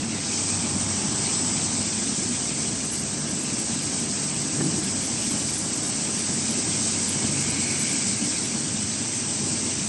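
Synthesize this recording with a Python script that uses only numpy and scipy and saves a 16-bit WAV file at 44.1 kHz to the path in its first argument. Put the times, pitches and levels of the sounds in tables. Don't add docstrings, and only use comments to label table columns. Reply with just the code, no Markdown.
import sys
import numpy as np
from scipy import signal
from scipy.fft import rfft, irfft, next_fast_len
from scipy.io import wavfile

SR = 44100
rng = np.random.default_rng(int(sys.argv[2]) if len(sys.argv) > 2 else 0)


def pcm_store(signal):
    levels = np.round(np.clip(np.atleast_2d(signal), -1, 1) * 32767)
    wavfile.write(sys.argv[1], SR, levels.astype(np.int16).T)


N = 435708
TIME = np.arange(N) / SR

# pitch_hz, level_db
ROTOR_HUMS = [(42.4, -72), (68.6, -58), (109.0, -53), (191.1, -49)]
# time_s, level_db
LOW_HUM_LEVEL = [(0, -44.5), (0.95, -40.5), (1.2, -53), (1.65, -43.5), (2.15, -52), (4.3, -50), (5.45, -44),
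                 (6.05, -59), (6.6, -43), (7.2, -43), (7.8, -46), (8.1, -61), (8.85, -41.5), (9.1, -53),
                 (9.55, -39.5), (9.88, -48)]
HIGH_HUM_LEVEL = [(0, -46), (0.5, -51), (1.8, -44.5), (2.35, -49), (3.1, -42.5), (4.7, -41), (5.0, -50),
                  (5.4, -43.5), (6.3, -42), (6.9, -54), (7.3, -38), (8.0, -48.5), (8.55, -41), (9.0, -49),
                  (9.88, -43)]
SIDEBANDS_DB = [-62, -51, -60, -50.5]
# freq_hz, relative_density_db
ROAR_SPECTRUM = [(25, -29), (52, -25.5), (72, -15), (115, -6), (176, -4), (215, 2), (255, -3), (305, -3),
                 (345, -8.5), (400, -12), (480, -16), (720, -16.5), (1250, -22.5), (2000, -25)]
# time_s, gain_db
LOW_ROAR_GAIN = [(0, -29), (0.1, -33), (0.22, -35), (0.7, -29.5), (0.92, -32.5), (1.1, -27.5), (1.3, -32.5),
                 (1.5, -30), (1.8, -30), (1.95, -32), (2.22, -29), (2.34, -32.5), (3.3, -32.5),
                 (4.0, -32.5), (4.18, -36), (4.45, -31), (4.9, -33), (5.12, -34.5), (5.33, -30.5),
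                 (5.65, -35), (6.0, -34), (6.3, -31.5), (6.48, -31), (6.68, -30), (6.9, -33.5), (7.4, -31),
                 (8.8, -32), (9.18, -35.5), (9.45, -29.5), (9.88, -33.5)]
UPPER_ROAR_GAIN = [(0, -32.5), (7.5, -31), (8.4, -33.5), (9.88, -32.5)]
# pitch_hz, width_hz, level_db
WHISTLES = [(392, 9.6, -53), (1632, 17, -55.5), (2926, 15, -57.5)]
# pitch_hz, width_hz, relative_db
MOUTH_MODES = [(813, 130, -2.5), (1100, 310, -2.5), (1910, 160, -18)]
JET_MODES = [(5200, 250, -8), (7800, 93, 0)]
TRAY_AIR_MODES = [(1610, 130, -8), (2226, 125, -0.5), (2430, 140, -5), (2900, 130, -8), (4070, 180, -10)]
# freq_hz, relative_density_db
RUSH_SPECTRUM = [(1200, -7.5), (1900, -6), (2200, -0.5), (2500, -0.5), (3150, -1.4), (3800, -2.5),
                 (4600, 0), (6000, -51)]
HISS_SPECTRUM = [(2500, -23.5), (3900, -18), (4900, -5.5), (6050, -2.5), (6800, -4.5), (7350, -2.5),
                 (7900, 1.7), (8250, 3.5), (8600, -1), (8900, -5), (9250, -70), (11000, -40), (11500, -76)]
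# time_s, level_db
AIR_LEVEL = [(0.5, -27), (0.85, -28), (1.15, -26.5), (1.45, -27.5), (1.75, -27), (2.6, -28.5), (2.85, -30),
             (3.35, -31), (3.65, -28.5), (4.1, -28.5), (5.05, -29), (5.35, -27.5), (5.7, -29), (6.2, -27),
             (7.1, -26.5), (7.35, -27), (8.1, -26.5), (8.55, -28.5), (9.25, -29), (9.55, -27.5),
             (9.88, -29)]
# time_s, level_db
RUSTLE_LEVEL = [(0, -62), (2.5, -61), (2.9, -51.5), (4.7, -55), (5.3, -47.5), (8.4, -52), (8.8, -59),
                (9.88, -63)]
# peak_s, level_db
CRINKLES = [(2.93, -53), (3.6, -39), (4.0, -48), (5.02, -47), (5.3, -45), (6.19, -38), (7.09, -35),
            (7.41, -41), (7.62, -43), (7.795, -38), (7.895, -39), (8.46, -44)]
# pitch_hz, gain_db, t60_s
TRAY_MODES = [(139, -2.5, 0.074), (198, 3.5, 0.015), (275, -6.5, 0.072), (333, -8.5, 0.047),
              (480, -12, 0.022), (660, -8.5, 0.011), (855, -12, 0.018), (1340, -4, 0.018), (1740, 0, 0.022)]
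# start_s, impulse_db, contact_cutoff_hz
KNOCKS = [(4.567, -26, 700), (4.581, -21, 500), (4.607, -20.5, 1500), (4.612, -24.5, 1700),
          (4.619, -30, 1900), (4.642, -22, 400), (4.655, -20, 400), (4.729, -22, 500), (7.153, -15, 400),
          (7.243, -13, 520), (7.384, -20, 450), (7.488, -15.5, 400)]


def from_db(db):
    return 10 ** (np.asarray(db) / 20)


def unit_rms(x):
    return x / np.sqrt(np.mean(x ** 2) + 1e-20)


def envelope(rows):
    return from_db(np.interp(TIME, *np.transpose(rows)))


def noise(gain_at):
    size = next_fast_len(N)
    hz = np.maximum(np.arange(size // 2 + 1) * SR / size, 1)
    return unit_rms(irfft(rfft(rng.standard_normal(size)) * gain_at(hz), size)[:N])


def drift(rate_hz):
    points, step = 16384, 32
    hz = np.arange(points // 2 + 1) * SR / (points * step)
    slow = irfft(rfft(rng.standard_normal(points)) / (1 + (hz / rate_hz) ** 2))
    return unit_rms(np.interp(np.arange(N) / step, np.arange(points), slow))


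def turbulence(spectrum):
    points_hz, points_db = np.transpose(spectrum)
    skirts = lambda hz: np.minimum(hz / points_hz[0], 1) ** 2 * np.minimum(points_hz[-1] / hz, 1) ** 2
    return noise(lambda hz: skirts(hz) * from_db(np.interp(np.log(hz), np.log(points_hz), points_db)))


def resonances(modes):
    return sum(from_db(db) * noise(lambda hz: 1 / (1 + ((hz - pitch_hz) / width_hz) ** 2))
               for pitch_hz, width_hz, db in modes)


def tone(hz, wander_hz, waver_db):
    phase = 2 * np.pi * np.cumsum(hz + wander_hz * drift(2.03)) / SR
    return unit_rms(np.sin(phase) * from_db(waver_db * drift(0.38)))


def ring(force, hz, t60_s):
    radius = from_db(-60 / (t60_s * SR))
    angle = 2 * np.pi * hz / SR
    return signal.lfilter([0, np.sin(angle)], [1, -2 * radius * np.cos(angle), radius ** 2], force + 1e-18)


def glide(x, pitch_ratio):
    fine = signal.resample_poly(x, 2, 1)
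    return np.interp(2 * np.cumsum(pitch_ratio), np.arange(len(fine)), fine, period=len(fine))


def patchy(x, spread_db, span_s, span_hz):
    hz, time_s, cells = signal.stft(x, SR, nperseg=1024)
    patches = rng.standard_normal(cells.shape)
    for axis, (step, span) in enumerate(((hz[1], span_hz), (time_s[1], span_s))):
        pole = np.exp(-step / span)
        patches = signal.filtfilt([1 - pole], [1, -pole], patches, axis=axis, method="gust")
    gain_db = spread_db * 2 * np.tanh(unit_rms(patches) / 2)
    return signal.istft(cells * unit_rms(from_db(gain_db)), SR)[1][:N]


def motor_hum(low_hz=95.7, high_hz=145.8, flutter_db=2.0):
    hum = sum(from_db(db) * tone(hz, wander_hz=0.65, waver_db=5.5) for hz, db in ROTOR_HUMS)
    for hz, rows in ((low_hz, LOW_HUM_LEVEL), (high_hz, HIGH_HUM_LEVEL)):
        line = envelope(rows) * tone(hz, wander_hz=1.59, waver_db=0.5)
        hum += line * from_db(flutter_db * drift(6.0))
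    return hum


def drive_whine(lowest_hz=5907.3, spacing_hz=61.7):
    return sum(from_db(db) * tone(lowest_hz + k * spacing_hz, wander_hz=4, waver_db=5.0)
               for k, db in enumerate(SIDEBANDS_DB))


def blower(wander=0.03, trim_db=0.28, buffet_db=0.69, surge_db=0.5, surge_below_hz=340):
    roar = glide(turbulence(ROAR_SPECTRUM), 1 + wander * drift(3.0))
    roar *= from_db(trim_db + buffet_db * drift(23))
    low = signal.sosfiltfilt(signal.butter(2, surge_below_hz, fs=SR, output="sos"), roar)
    surging = low * envelope(LOW_ROAR_GAIN) * from_db(surge_db * drift(12.0))
    upper = (roar - low) * envelope(UPPER_ROAR_GAIN)
    return surging + upper + resonances(WHISTLES)


def panel_shade(x, db_per_khz=1, s_per_khz=0.057):
    hz, time_s, cells = signal.stft(x, SR, nperseg=512)
    khz = np.maximum(hz, 1)[:, None] / 1000
    shade = np.clip(1 - time_s / (s_per_khz * khz), 0, 1)
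    return signal.istft(cells * from_db(-db_per_khz * khz * shade), SR)[1][:N]


def escaping_air(rush_db=-39, rush_exponent=0.84, rush_flutter_db=0.64, hiss_flutter_db=0.7):
    strength = envelope(AIR_LEVEL)
    rush = patchy(turbulence(RUSH_SPECTRUM), spread_db=3.5, span_s=0.0086, span_hz=87.0)
    rush *= unit_rms(strength) ** rush_exponent * from_db(rush_db + rush_flutter_db * drift(22))
    hiss = patchy(turbulence(HISS_SPECTRUM), spread_db=1.1, span_s=0.016, span_hz=110)
    hiss *= strength * from_db(hiss_flutter_db * drift(17))
    return panel_shade(rush + hiss)


def pass_by(nearest_s, half_power_s, peak_db, steepness):
    return from_db(peak_db) / np.sqrt(1 + np.abs((TIME - nearest_s) / half_power_s) ** steepness)


def cavities(mouth_wander=0.04, tray_glide=0.05):
    mouth = glide(resonances(MOUTH_MODES), 1 + mouth_wander * drift(1.218))
    mouth *= pass_by(nearest_s=1.08, half_power_s=0.72, peak_db=-43, steepness=12)
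    jet = resonances(JET_MODES)
    jet *= pass_by(nearest_s=1.45, half_power_s=0.13, peak_db=-32.5, steepness=12)
    near_tray = pass_by(nearest_s=7.72, half_power_s=0.34, peak_db=-40.5, steepness=3.2)
    pitch_ratio = 1 + tray_glide * (near_tray / near_tray.max() - 1)
    tray_air = glide(resonances(TRAY_AIR_MODES), pitch_ratio) * near_tray
    return mouth + jet + tray_air


def film(snaps_per_s=1200, band_hz=(9300, 10970), rise_s=0.0061, decay_s=0.016, clump_db=2.0):
    snaps = (rng.random(N) < snaps_per_s / SR) * rng.standard_normal(N)
    snaps = signal.sosfilt(signal.butter(4, band_hz, "band", fs=SR, output="sos"), snaps + 1e-18)
    strain = sum(from_db(db) * np.exp(-np.abs(TIME - peak_s) / np.where(TIME < peak_s, rise_s, decay_s))
                 for peak_s, db in CRINKLES)
    rubbing = envelope(RUSTLE_LEVEL) * from_db(clump_db * drift(7.2))
    crackle = patchy(snaps, spread_db=18.5, span_s=0.011, span_hz=198)
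    return unit_rms(snaps) * strain + unit_rms(crackle) * rubbing


def tray(force):
    return sum(from_db(db) * (-1) ** k * ring(force, hz, t60_s)
               for k, (hz, db, t60_s) in enumerate(TRAY_MODES))


def bowl_slide(peak_s=4.63, rise_s=0.083, fall_s=0.2, level_db=-28.8, friction_hz=400):
    friction = noise(lambda hz: hz / (1 + (hz / friction_hz) ** 4))
    speed = np.exp(-((TIME - peak_s) / np.where(TIME < peak_s, rise_s, fall_s)) ** 2)
    return from_db(level_db) * speed * unit_rms(tray(friction))


def bowl_groan(peak_s=4.785, half_length_s=0.042, pitch_hz=308, gain_db=-32, judder_db=2.5):
    groan = tone(pitch_hz, wander_hz=8.03, waver_db=2) * from_db(gain_db + judder_db * drift(25))
    return groan * np.exp(-((TIME - peak_s) / half_length_s) ** 2)


def bowl_knocks(clack_db=7.5):
    force = np.zeros(N)
    for start_s, impulse_db, cutoff_hz in KNOCKS:
        age = np.maximum(TIME - start_s, 0) * 2 * np.pi * cutoff_hz
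        push = age * np.exp(-np.minimum(age, 60))
        force += from_db(impulse_db) * push / push.sum()
    clack = from_db(clack_db) * ring(force, hz=1300, t60_s=0.0035)
    return tray(force) + clack


def bowls(highpass_hz=70):
    contacts = bowl_knocks() + bowl_slide() + bowl_groan()
    return signal.sosfilt(signal.butter(2, highpass_hz, "high", fs=SR, output="sos"), contacts)


def scene():
    machine = blower() + motor_hum() + drive_whine() + escaping_air() + cavities()
    mix = machine + bowls() + film()
    return np.array([mix, mix])


def record(dry, cutoff_hz=11600):
    return signal.sosfilt(signal.ellip(10, 0.1, 90, cutoff_hz, fs=SR, output="sos"), dry)


dry = scene()
out = record(dry)
pcm_store(out)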